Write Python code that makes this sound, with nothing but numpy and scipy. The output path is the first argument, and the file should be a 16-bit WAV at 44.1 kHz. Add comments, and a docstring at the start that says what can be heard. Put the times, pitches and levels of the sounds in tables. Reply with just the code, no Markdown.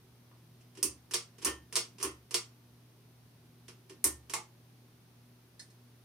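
"""A small, lightly furnished room: a ceiling fan turns slowly, its motor humming over stirred air.
After one faint tap, a hand pulls the speed chain three times and the lamp chain once. Beads tick over
the guide, the switch snaps over, and the chain's stop thumps the housing and the ceiling above it.
On each release the pawl ticks and the spring knocks the switch back.
At the end the swinging chain pendants clink together."""
import sys
import numpy as np
from scipy import signal
from scipy.fft import rfft, irfft
from scipy.io import wavfile
from scipy.ndimage import uniform_filter1d

SR = 44100
rng = np.random.default_rng(int(sys.argv[2]) if len(sys.argv) > 2 else 0)


def transcribe(u):
    """Save the signal u as a 16-bit wav file named by the first command-line argument.

    u: samples, shape (n,) or (channels, n), limited to [-1, 1]; the rate is SR.
    q: integer samples, one column per channel.
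    """
    v = np.clip(np.atleast_2d(u).T, -1, 1)
    q = np.round(v * 32767).astype(np.int16)
    wavfile.write(sys.argv[1], SR, q)


N = 266408

# motor hum partials: pitch_hz, rms_db, waver_db
HUM_PARTIALS = [(120.05, -62, 1.04), (160.3, -77, 4), (241.2, -72, 3), (370, -82.5, 1)]
# EQ curves of the air bed: freq_hz, gain_db
HISS_EQ = [(180, -35), (300, -6), (326, -9), (360, -5), (511, -12.5), (749, -13.5), (1690, -18.5),
           (4090, -20), (5900, -21.5), (7690, -29.5), (8940, -23), (12500, -23.5), (15200, -23.5),
           (16000, -40)]
RUMBLE_EQ = [(20, -17.5), (33, -16.5), (50, -16), (70, -4.5), (95, -6), (130, -3), (165, -2), (200, -4),
             (280, -6.5), (400, -20.5), (1500, -80.5)]
# room decay: freq_hz, t60_s
ROOM_DECAY = [(310, 0.3), (1350, 0.25), (3650, 0.22), (6400, 0.21), (9600, 0.18), (14500, 0.15)]
# stereo lean of every click: freq_hz, left_minus_right_db
STEREO_LEAN = [(380, -2), (2400, -0.7), (5600, -2.5), (7600, -1.5), (9200, -7.5), (12100, -9.5),
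               (15900, -2)]

# beads slipping over the guide: start_s, level_db
BEAD_CUES = [(0.609, -64.5), (0.7518, -57.5), (1.4175, -51.5), (1.4239, -44), (2.0005, -46.5),
             (2.012, -43.5), (3.6812, -48)]
# chain drawn taut ahead of each pull: start_s, tick_db, jolt_db
TUG_CUES = [(0.7723, -50, -48), (1.383, -54, -58), (1.9834, -51, -56), (3.8961, -50.5, -50)]
# pulls: snap_s, switch, snap_db, clack_db, treble_pan_db, thump_db, metal_db, ceiling_boom_db
PULL_CUES = [(0.8284, "speed", -24.5, -6, 1.5, -42, -10.5, 4), (1.4479, "speed", -26, 0.5, 4.5, -35, 0, 2),
             (2.0281, "speed", -30, 7, 2.5, -37.5, -3, -1), (4.0415, "lamp", -22, -1, 3.5, -38, -6.5, 5)]
# releases: knock_s, switch, knock_db, pawl_lead_s, rebound_lag_s, rebound_over_knock_db
RELEASE_CUES = [(1.1366, "speed", -32.5, 0.026, .0052, 3), (1.7559, "speed", -29, .030, .0092, 1),
                (2.3432, "speed", -27.5, .034, .005, -6.5), (4.337, "lamp", -31, 0.04, 0.0045, -10)]
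# pendants touching: start_s, level_db
CLINK_CUES = [(5.5939, -51), (5.5979, -52), (5.702, -67.5)]

# EQ curve of each kind of contact: freq_hz, gain_db
TICK_EQ = [(180, -42.5), (300, -1), (425, -3), (634, -22.5), (1060, -10), (1660, -13), (2840, -6.5),
           (3760, -10.5), (5520, -5.5), (8090, -10.5), (9090, -7), (11900, -17.5), (16000, -37.5)]
SPEED_SNAP_EQ = [(400, -13), (700, -29.5), (1100, -10), (1600, -26.5), (2800, -16), (3800, -21.5),
                 (5600, -8.5), (6500, -6.5), (7600, -13), (9100, -1), (10500, -10), (16000, -21.5)]
LAMP_SNAP_EQ = [(400, -14), (720, -21.5), (950, -13.5), (1600, -23), (2050, -14), (2700, -24), (4700, -15),
                (6200, -6.5), (7200, -8.5), (8200, -4), (9500, -1), (11000, -10), (12500, -7), (16000, -20)]
SPEED_KNOCK_EQ = [(400, -14.5), (780, -11), (1150, -2), (1600, -9.5), (2200, -5.5), (3300, -5), (4000, -4),
                  (5400, -1.5), (7400, -4.5), (9200, 0), (10700, -12), (12500, -15.5), (16000, -21.5)]
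LAMP_KNOCK_EQ = [(400, -11.5), (650, -7.5), (870, 4), (1200, 0.5), (1550, -8.5), (2150, -2.5), (3500, -7.5),
                 (6000, -4), (9500, -3), (12000, -16), (16000, -26)]
CLINK_EQ = [(1250, -15), (1800, 1.5), (2550, -17), (4250, -0.5), (6250, -3), (7550, -5), (9350, -0.5),
            (11100, -17), (15900, -30)]
# resonances of the metal parts in each contact: centre_hz, width_hz, lift_db
TICK_RESONANCES = [(2910, 98, 2.3), (3260, 43, 6), (5200, 90, 6), (9260, 130, 4.1)]
SPEED_SNAP_RESONANCES = [(2628, 70, 10.5), (4710, 80, 8), (5200, 110, 3), (8380, 110, 7), (9424, 110, 7)]
LAMP_SNAP_RESONANCES = [(8150, 110, 8), (8690, 71, 8), (9507, 90, 8.4), (11290, 120.4, 6.5)]
SPEED_KNOCK_RESONANCES = [(2160, 100, 5), (2837, 90, 4), (3300, 200, 4), (4527, 70, 13), (5326, 90, 8),
                          (5680, 160, 4), (6772, 120, 4), (8952, 140, 3)]
LAMP_KNOCK_RESONANCES = [(856, 88, 4.4), (1095, 73, 4.3), (1200, 96, 5.2), (2144, 61, 11.8),
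                         (5800, 140, 3.6), (6772, 120, 5)]
# ringing bodies (switch cup, fan housing, ceiling at the mount, pendant): pitch_hz, level_db, t60_s
CUP_MODES = [(356, -4, 0.24), (360, -12, 0.16), (363, -2, 0.17), (461.7, -2.5, 0.2), (652, -4.5, 0.097),
             (1027, -6.5, 0.14)]
HOUSING_MODES = [(217.9, -19, .15), (258, -13, 0.19), (304, -5.5, 0.25), (330.8, -5, 0.22),
                 (359, -1.5, 0.15), (384.3, 4.5, 0.14), (489, -14.5, 0.19), (573, -19.5, 0.27),
                 (1057, -6, 0.22), (1817, -7, 0.29), (2042, -17.5, .22), (2910, -14.5, .25),
                 (3120, -11.5, .26), (3190, -11.5, 0.17)]
CEILING_MODES = [(69.7, -7, 0.51), (82.8, -7.5, 0.27), (96, -13.5, 0.28), (58, -19.5, .2)]
PENDANT_MODES = [(1766, -13, 0.14), (1986, -2, 0.13), (3590, -18, 0.16), (3870, -4, 0.096),
                 (4257, 3.5, 0.087), (5200, 0, 0.11), (6460, -3, 0.19), (9480, -5, 0.19)]

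SHOT = 32768  # samples in a one-shot, tail included
AGE = np.arange(SHOT) / SR
FREQ = np.maximum(np.fft.rfftfreq(SHOT, 1 / SR), 1)
SIDES = np.array([[1], [-1]])  # left, right


def undb(db):
    """Decibels to gain."""
    return 10 ** (np.asarray(db) / 20)


def unit(x):
    """Scale to rms 1."""
    return x / np.sqrt(np.mean(x ** 2))


def curve(points, freq):
    """Read (freq_hz, value) breakpoints on a log-frequency axis."""
    hz, value = np.transpose(points)
    return np.interp(np.log(freq), np.log(hz), value)


def drift(rate_hz):
    """Slow random modulator: stepped levels, smoothed twice, at rms 1."""
    hold = int(SR / rate_hz)
    steps = np.repeat(rng.standard_normal(N // hold + 1), hold)
    return unit(uniform_filter1d(uniform_filter1d(steps, hold), hold)[:N])


def minimum_phase(gain):
    """Filter response with the given gains that rings only after the hit."""
    cepstrum = irfft(np.log(gain + 1e-7))
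    cepstrum[1:SHOT // 2] *= 2
    cepstrum[SHOT // 2 + 1:] = 0
    return np.exp(rfft(cepstrum))


def diffuse(size, wide_hz, treble_likeness):
    """Stereo noise spectra: nearly mono in the bass, opening out above wide_hz."""
    freq = np.fft.rfftfreq(size, 1 / SR)
    likeness = treble_likeness + (.95 - treble_likeness) / (1 + (freq / wide_hz) ** 2)
    mid, side = rfft(rng.standard_normal((2, size)))
    return (mid * np.sqrt(1 + likeness) + SIDES * side * np.sqrt(1 - likeness)) / np.sqrt(2)


def place(out, start_s, shot):
    """Mix a one-shot in at start_s, fading its second half."""
    start = int(start_s * SR)
    fade = np.minimum(np.linspace(2, 0, SHOT), 1) ** 2
    out[:, start:start + SHOT] += (shot * fade)[:, :N - start]


def motor_hum():
    """The windings hum at twice the mains rate; the turning blades make the weaker partials waver."""
    t = np.arange(N) / SR
    hum = np.zeros(N)
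    for hz, rms_db, waver_db in HUM_PARTIALS:
        level = np.sqrt(2) * undb(rms_db + waver_db * drift(7.8))
        wobble = .33 * waver_db * drift(9.7)
        hum += level * np.sin(2 * np.pi * hz * t + wobble)
    return hum


def air_bed():
    """Low rumble of stirred air under a smooth, faint hiss."""
    freq = np.maximum(np.fft.rfftfreq(N, 1 / SR), 1)
    hiss = irfft(diffuse(N, wide_hz=840, treble_likeness=.019) * undb(curve(HISS_EQ, freq)), N)
    rumble = irfft(diffuse(N, wide_hz=650, treble_likeness=.05) * undb(curve(RUMBLE_EQ, freq)), N)
    stir = undb(drift(6))
    return undb(-66.5) * unit(hiss) + undb(-68) * stir * unit(rumble)


def room_tail():
    """Dense reflections that die away, the treble first."""
    field = diffuse(SHOT, wide_hz=900, treble_likeness=.083)
    hz, t60s = np.transpose(ROOM_DECAY)
    bands = [irfft(field * np.interp(np.log(FREQ), np.log(hz), share)) for share in np.eye(len(hz))]
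    return sum(band * np.exp(-np.log(1000) * AGE / t60) for band, t60 in zip(bands, t60s))


def click(walls, eq, resonances, direct_db, contact_s, clack_db=0, treble_db=0, treble_pan_db=0):
    """A brief metal contact rings its part and is heard directly, then off the walls."""
    chatter = rng.standard_normal(SHOT) * np.exp(-AGE / contact_s)
    chatter *= undb(direct_db) / np.sqrt(np.sum(chatter ** 2))
    direct = np.array([np.roll(chatter, 1), chatter])  # reaches the right a sample sooner
    # the turning blades change part of the reflections from one click to the next
    echoes = (2 * walls + room_tail()) / np.sqrt(5) * (1 - np.exp(-AGE / .0012))
    clack_bell = np.exp(-np.log2(FREQ / 1040) ** 2)
    treble_shelf = 1 / (1 + (5200 / FREQ) ** 3)
    lift_db = sum(db / (1 + (2 * (FREQ - hz) / width) ** 2) for hz, width, db in resonances)
    gain = unit(undb(curve(eq, FREQ))) * undb(lift_db + clack_db * clack_bell + treble_db * treble_shelf)
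    gain /= np.sqrt(1 + (230 / FREQ) ** 6)  # small parts radiate no bass
    balance = undb(SIDES * (curve(STEREO_LEAN, FREQ) + treble_pan_db * treble_shelf) / 2)
    return irfft(rfft(direct + echoes) * minimum_phase(gain) * balance)


def ring(modes, swell_s, metal_db=0):
    """Decaying modes that swell as the room takes them up; metal_db trims those above 800 Hz."""
    out = np.zeros((2, SHOT))
    for hz, db, t60 in modes:
        vary_db, detune_hz, spread = rng.standard_normal(3)
        phase = rng.uniform(0, 2 * np.pi) + SIDES * spread * min(hz / 1200, 1)
        envelope = undb(db + vary_db + metal_db * (hz > 800)) * np.exp(-np.log(1000) * AGE / t60)
        out += envelope * np.sin(2 * np.pi * (hz + detune_hz) * AGE + phase)
    return out * (1 - np.exp(-AGE / swell_s))


def tick(walls, clack_db, treble_db, contact_s=.0015):
    """A small contact sets the switch cup ringing."""
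    contact = click(walls, TICK_EQ, TICK_RESONANCES, direct_db=19.5, contact_s=contact_s,
                    clack_db=clack_db, treble_db=treble_db, treble_pan_db=.5)
    return contact + undb(-8.5) * ring(CUP_MODES, swell_s=.009, metal_db=-2)


def faint_tap(walls):
    """One dull tap ahead of the first pull."""
    out = np.zeros((2, N))
    place(out, start_s=.3125, shot=undb(-69.5) * tick(walls, clack_db=21, treble_db=-27))
    return out


def bead_scrape(walls):
    """A bead drags over the guide: a tick with a longer contact."""
    return tick(walls, clack_db=3, treble_db=-3.5, contact_s=.0035)


def housing_thump(metal_db, boom_db):
    """The taut chain jolts the motor housing, and through the downrod the ceiling."""
    housing = ring(HOUSING_MODES, swell_s=.023, metal_db=metal_db)
    ceiling = ring(CEILING_MODES, swell_s=.055)
    return undb(7) * housing + undb(boom_db) * ceiling


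def chain_handling(walls):
    """Beads slip over the guide and the chain comes taut with a soft jolt."""
    out = np.zeros((2, N))
    for start_s, db in BEAD_CUES:
        place(out, start_s, undb(db) * bead_scrape(walls))
    for start_s, tick_db, jolt_db in TUG_CUES:
        place(out, start_s, undb(tick_db) * bead_scrape(walls))
        place(out, start_s, undb(jolt_db) * housing_thump(metal_db=-13.5, boom_db=-13))
    return out


def chain_pulls(walls):
    """The switch snaps over, then the chain hits its stop, thumps the housing and bounces once."""
    out = np.zeros((2, N))
    voices = {"speed": (SPEED_SNAP_EQ, SPEED_SNAP_RESONANCES),
              "lamp": (LAMP_SNAP_EQ, LAMP_SNAP_RESONANCES)}
    stop_lag_s, bounce_s = .009, .011
    for snap_s, switch, snap_db, clack_db, pan_db, thump_db, metal_db, boom_db in PULL_CUES:
        snap = click(walls, *voices[switch], direct_db=22.5, contact_s=.0018,
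                     clack_db=clack_db, treble_pan_db=pan_db)
        place(out, snap_s, undb(snap_db) * snap)
        stop_s = snap_s + stop_lag_s
        place(out, stop_s, undb(thump_db) * housing_thump(metal_db, boom_db))
        stop_db = thump_db + metal_db + 1.5  # the more metal the stop rings, the louder it clacks
        for hit_s in (stop_s, stop_s + bounce_s):
            place(out, hit_s, undb(stop_db) * tick(walls, clack_db=7, treble_db=-9.5))
    return out


def chain_releases(walls):
    """The pawl ticks, then the spring knocks the switch back and it rebounds once."""
    out = np.zeros((2, N))
    voices = {"speed": (SPEED_KNOCK_EQ, SPEED_KNOCK_RESONANCES),
              "lamp": (LAMP_KNOCK_EQ, LAMP_KNOCK_RESONANCES)}
    for knock_s, switch, knock_db, pawl_lead_s, rebound_lag_s, rebound_db in RELEASE_CUES:
        pawl = tick(walls, clack_db=4.5, treble_db=3)
        place(out, knock_s - pawl_lead_s, undb(-44) * pawl)
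        for hit_s, hit_db in ((knock_s, knock_db), (knock_s + rebound_lag_s, knock_db + rebound_db)):
            knock = click(walls, *voices[switch], direct_db=23, contact_s=.0018,
                          clack_db=-3, treble_db=1, treble_pan_db=2.5)
            cup = ring(CUP_MODES, swell_s=.0049)
            place(out, hit_s, undb(hit_db) * (knock + undb(-11.5) * cup))
    return out


def pendant_clinks(walls):
    """The let-go chain swings its pendant into the other one."""
    out = np.zeros((2, N))
    for start_s, db in CLINK_CUES:
        touch = click(walls, CLINK_EQ, resonances=[], direct_db=16, contact_s=.005)
        chime = ring(PENDANT_MODES, swell_s=.0011)
        place(out, start_s, undb(db) * (touch + undb(-1) * chime))
    return out


def scene():
    """Chains, switches and pendants share one room, over the bed of the running fan."""
    walls = room_tail()
    foley = faint_tap(walls) + chain_handling(walls) + chain_pulls(walls) + chain_releases(walls)
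    return foley + pendant_clinks(walls) + motor_hum() + air_bed()


def record(dry):
    """A steep high cut at 16 kHz on the whole mix."""
    return signal.sosfilt(signal.ellip(8, .2, 70, 16000, fs=SR, output="sos"), dry)


dry = scene()
out = record(dry)
transcribe(out)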